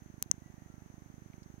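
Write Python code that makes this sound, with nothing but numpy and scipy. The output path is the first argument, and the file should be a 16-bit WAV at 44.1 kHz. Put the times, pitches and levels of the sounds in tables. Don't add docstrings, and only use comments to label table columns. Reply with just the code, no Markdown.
import sys
import numpy as np
from scipy import signal
from scipy.fft import rfft, irfft, next_fast_len
from scipy.io import wavfile
from scipy.ndimage import map_coordinates

SR = 44100
rng = np.random.default_rng(int(sys.argv[2]) if len(sys.argv) > 2 else 0)


def store_wav(level_fs):
    pcm = np.round(np.clip(np.atleast_2d(level_fs), -1, 1) * 32767)
    wavfile.write(sys.argv[1], SR, pcm.T.astype(np.int16))


N = 70560


def throb(start_s=0.01986, rate_hz=25):
    dip_s, dip_db, scatter_db, left_leak_db = 0.002, -34, 0.18, -42
    blip_delay_s, blip_s, blip_db = 0.01437, 0.00072, -20.5
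    low_cut_hz, low_cut_q, lowpass_hz, lowpass_q = 76, 0.74, 332, 0.64
    picture, phase_s = np.divmod(np.arange(N) / SR - start_s + 1 / rate_hz, 1 / rate_hz)

    def gate(on_s, width_s):
        return np.clip((phase_s - on_s) * SR, 0, 1) - np.clip((phase_s - on_s - width_s) * SR, 0, 1)

    def circuit(f):
        low_cut = -f * f / (low_cut_hz ** 2 - f * f + 1j * f * low_cut_hz / low_cut_q)
        lowpass = lowpass_hz ** 2 / (lowpass_hz ** 2 - f * f + 1j * f * lowpass_hz / lowpass_q)
        edge_tick = amp(-30) * band(f, centre_hz=1100, width_hz=700)
        return low_cut * (lowpass - edge_tick)

    depths = amp(dip_db + scatter_db * rng.standard_normal(int(picture[-1]) + 1))
    pulses = gate(0, dip_s) + amp(blip_db) * gate(blip_delay_s, blip_s)
    thumps = filtered(-depths[picture.astype(int)] * pulses, circuit)
    return np.array([amp(left_leak_db) * thumps, thumps])


def body_clicks(size=2048):
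    # start_s, crack_db, edge_hz, ring_db, ring_hz, ring_swell_s, knock_db, thud_db
    clicks = [(.22565, -6.5, 14000, -18.5, 6420, 0.00051, -35, -45.5),
              (0.3134, -5.5, 8100, -5.5, 6167, 0.00053, -28, -43.5)]
    # freq_hz, left_db, right_db
    body = [(100, -15, -13.5), (510, -1.5, -14.5), (1400, -20.5, -22), (2600, -6.5, -14.5),
            (4570, -3.5, -5.5), (8240, -2.5, -16), (10960, 10, -3.5), (13500, 9, -14.5), (16200, 3.5, -17)]
    # pitch_hz, level_db
    casing_modes = [(1400, -1.5), (3450, -6)]
    # pitch_ratio, level_db
    port_modes = [(1.002, -0.5), (1.281, -10), (1.5, -17.5), (2.04, -27.5)]
    knock_right_db, tail_db, tail_t60_s = -14, -38, 0.025
    out = np.zeros((2, N + size))
    t, f = np.arange(size) / SR, np.fft.rfftfreq(size, 1 / SR)
    knock = sum(amp(db) * struck(t, hz, swell_s=0.00045) for hz, db in casing_modes)
    for start_s, crack_db, edge_hz, ring_db, ring_hz, ring_swell_s, knock_db, thud_db in clicks:
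        crack_gain = amp(crack_db) / np.sqrt(1 + (f / edge_hz) ** 8)
        click = np.array([minimum_phase(crack_gain * amp(curve(body, f, side))) for side in (1, 2)])
        click += amp([[knock_db], [knock_db + knock_right_db]]) * knock
        for ratio, db in port_modes:
            click[0] += amp(ring_db + db) * struck(t, ring_hz * ratio, ring_swell_s)
        click[0] += amp(thud_db) * struck(t, hz=167, swell_s=0.0036)
        tail = rng.standard_normal((2, size)) * amp(-60 * t / tail_t60_s)
        tail /= np.linalg.norm(tail[0])
        click += amp(tail_db) * signal.fftconvolve(click, tail, axes=1)[:, :size]
        onset = round(start_s * SR)
        out[:, onset:onset + size] += click
    return out[:, :N]


def faint_ticks():
    # start_s, level_db, centre_hz, width_hz, t60_s, left_minus_right_db
    ticks = [(.2385, -66, 4260, 1800, 0.018, 13), (1.334, -53.5, 1860, 1060, 0.017, -1.5),
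             (1.4316, -61, 4980, 2600, 0.038, -2)]
    out = np.zeros((2, N))
    for start_s, level_db, centre_hz, width_hz, t60_s, lean_db in ticks:
        t = np.arange(N) / SR - start_s
        puff = filtered(noise(), lambda f: band(f, centre_hz, width_hz) ** 2)
        envelope = (t > 0) * amp(level_db - 60 * abs(t) / t60_s)
        out += puff / puff.std() * envelope * amp([[lean_db / 2], [-lean_db / 2]])
    return out


def outdoor_rush():
    # freq_hz, density_db
    spectrum = [(28, -108), (60, -88.5), (130, -89), (230, -91), (340, -92), (460, -100), (850, -98.5),
                (1100, -101), (1850, -101), (2400, -108.5), (4000, -118), (8000, -130)]
    # freq_hz, left_right_correlation
    coherence = [(300, 0.54), (520, 0.1), (700, 0.6), (1050, -0.36), (1350, -0.39), (1750, -0.32),
                 (2100, 0.04), (2700, -0.06)]
    # freq_hz, left_minus_right_db
    balance = [(200, -3), (1000, -3), (2400, 0)]

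    def mid_side_gain(f):
        angle_rad = np.arccos(np.clip(curve(coherence, f), -1, 1)) / 2
        return amp(curve(spectrum, f)) * [np.cos(angle_rad), np.sin(angle_rad)]

    mid, side = filtered(noise(), mid_side_gain)
    stereo = np.array([mid + side, mid - side])
    return filtered(stereo, lambda f: amp(np.outer([0.5, -0.5], curve(balance, f))))


def far_hum(waver_rad=0.94):
    # pitch_hz, max_rms_db, centre_s, sigma_s
    tones = [(605, -84.5, 0.54, 1.2), (1953, -74.5, .46, 0.032), (1897, -80.5, 0.604, .06),
             (1354, -78, 0.733, 0.043)]
    t = np.arange(N) / SR
    out = np.zeros(N)
    for pitch_hz, max_rms_db, centre_s, sigma_s in tones:
        envelope = np.sqrt(2) * amp(max_rms_db) * np.exp(-((t - centre_s) / sigma_s) ** 2 / 2)
        out += envelope * np.sin(2 * np.pi * pitch_hz * t + waver_rad * wobble(rate_hz=17))
    return out


def microphone_hiss(top_hz=15800):
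    # freq_hz, left_density_db, right_density_db
    floor = [(1000, -119, -118), (5000, -119, -116.5), (8700, -118, -119.7), (11300, -115, -118.5),
             (13000, -117.5, -118), (15600, -117, -118)]
    port_hz, port_width_hz, port_db = 6274, 770, -97
    out = filtered(noise(), lambda f: amp([curve(floor, f, side) for side in (1, 2)]) * (f < top_hz))
    out[0] += filtered(noise()[0], lambda f: amp(port_db) * band(f, port_hz, port_width_hz) ** 2)
    return out


def amp(db):
    return 10 ** (np.asarray(db) / 20)


def curve(points, hz, column=1):
    table = np.transpose(points)
    return np.interp(np.log(hz + 1), np.log(table[0] + 1), table[column])


def filtered(x, response):
    size = next_fast_len(N + SR // 2)
    return irfft(rfft(x, size) * response(np.fft.rfftfreq(size, 1 / SR)), size)[..., :N]


def band(f, centre_hz, width_hz):
    return 1j * f * width_hz / (centre_hz ** 2 - f * f + 1j * f * width_hz)


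def minimum_phase(gain):
    cepstrum = irfft(np.log(np.maximum(gain, 1e-6)))
    half = len(cepstrum) // 2
    cepstrum[1:half] *= 2
    cepstrum[half + 1:] = 0
    return irfft(np.exp(rfft(cepstrum)))


def struck(t, hz, swell_s):
    return (t / swell_s * np.exp(1 - t / swell_s)) ** 2 * np.sin(2 * np.pi * hz * t)


def noise():
    return rng.standard_normal((2, N)) * np.sqrt(SR / 2)


def wobble(rate_hz):
    knots = rng.standard_normal(int(N * rate_hz / SR) + 4)
    return map_coordinates(knots, [np.arange(N) * rate_hz / SR])


def scene():
    return throb() + body_clicks() + faint_ticks() + outdoor_rush() + far_hum() + microphone_hiss()


def record(dry):
    top_hz = 16700
    return filtered(dry, lambda f: 1 / np.sqrt(1 + (f / top_hz) ** 160))


dry = scene()
out = record(dry)
store_wav(out)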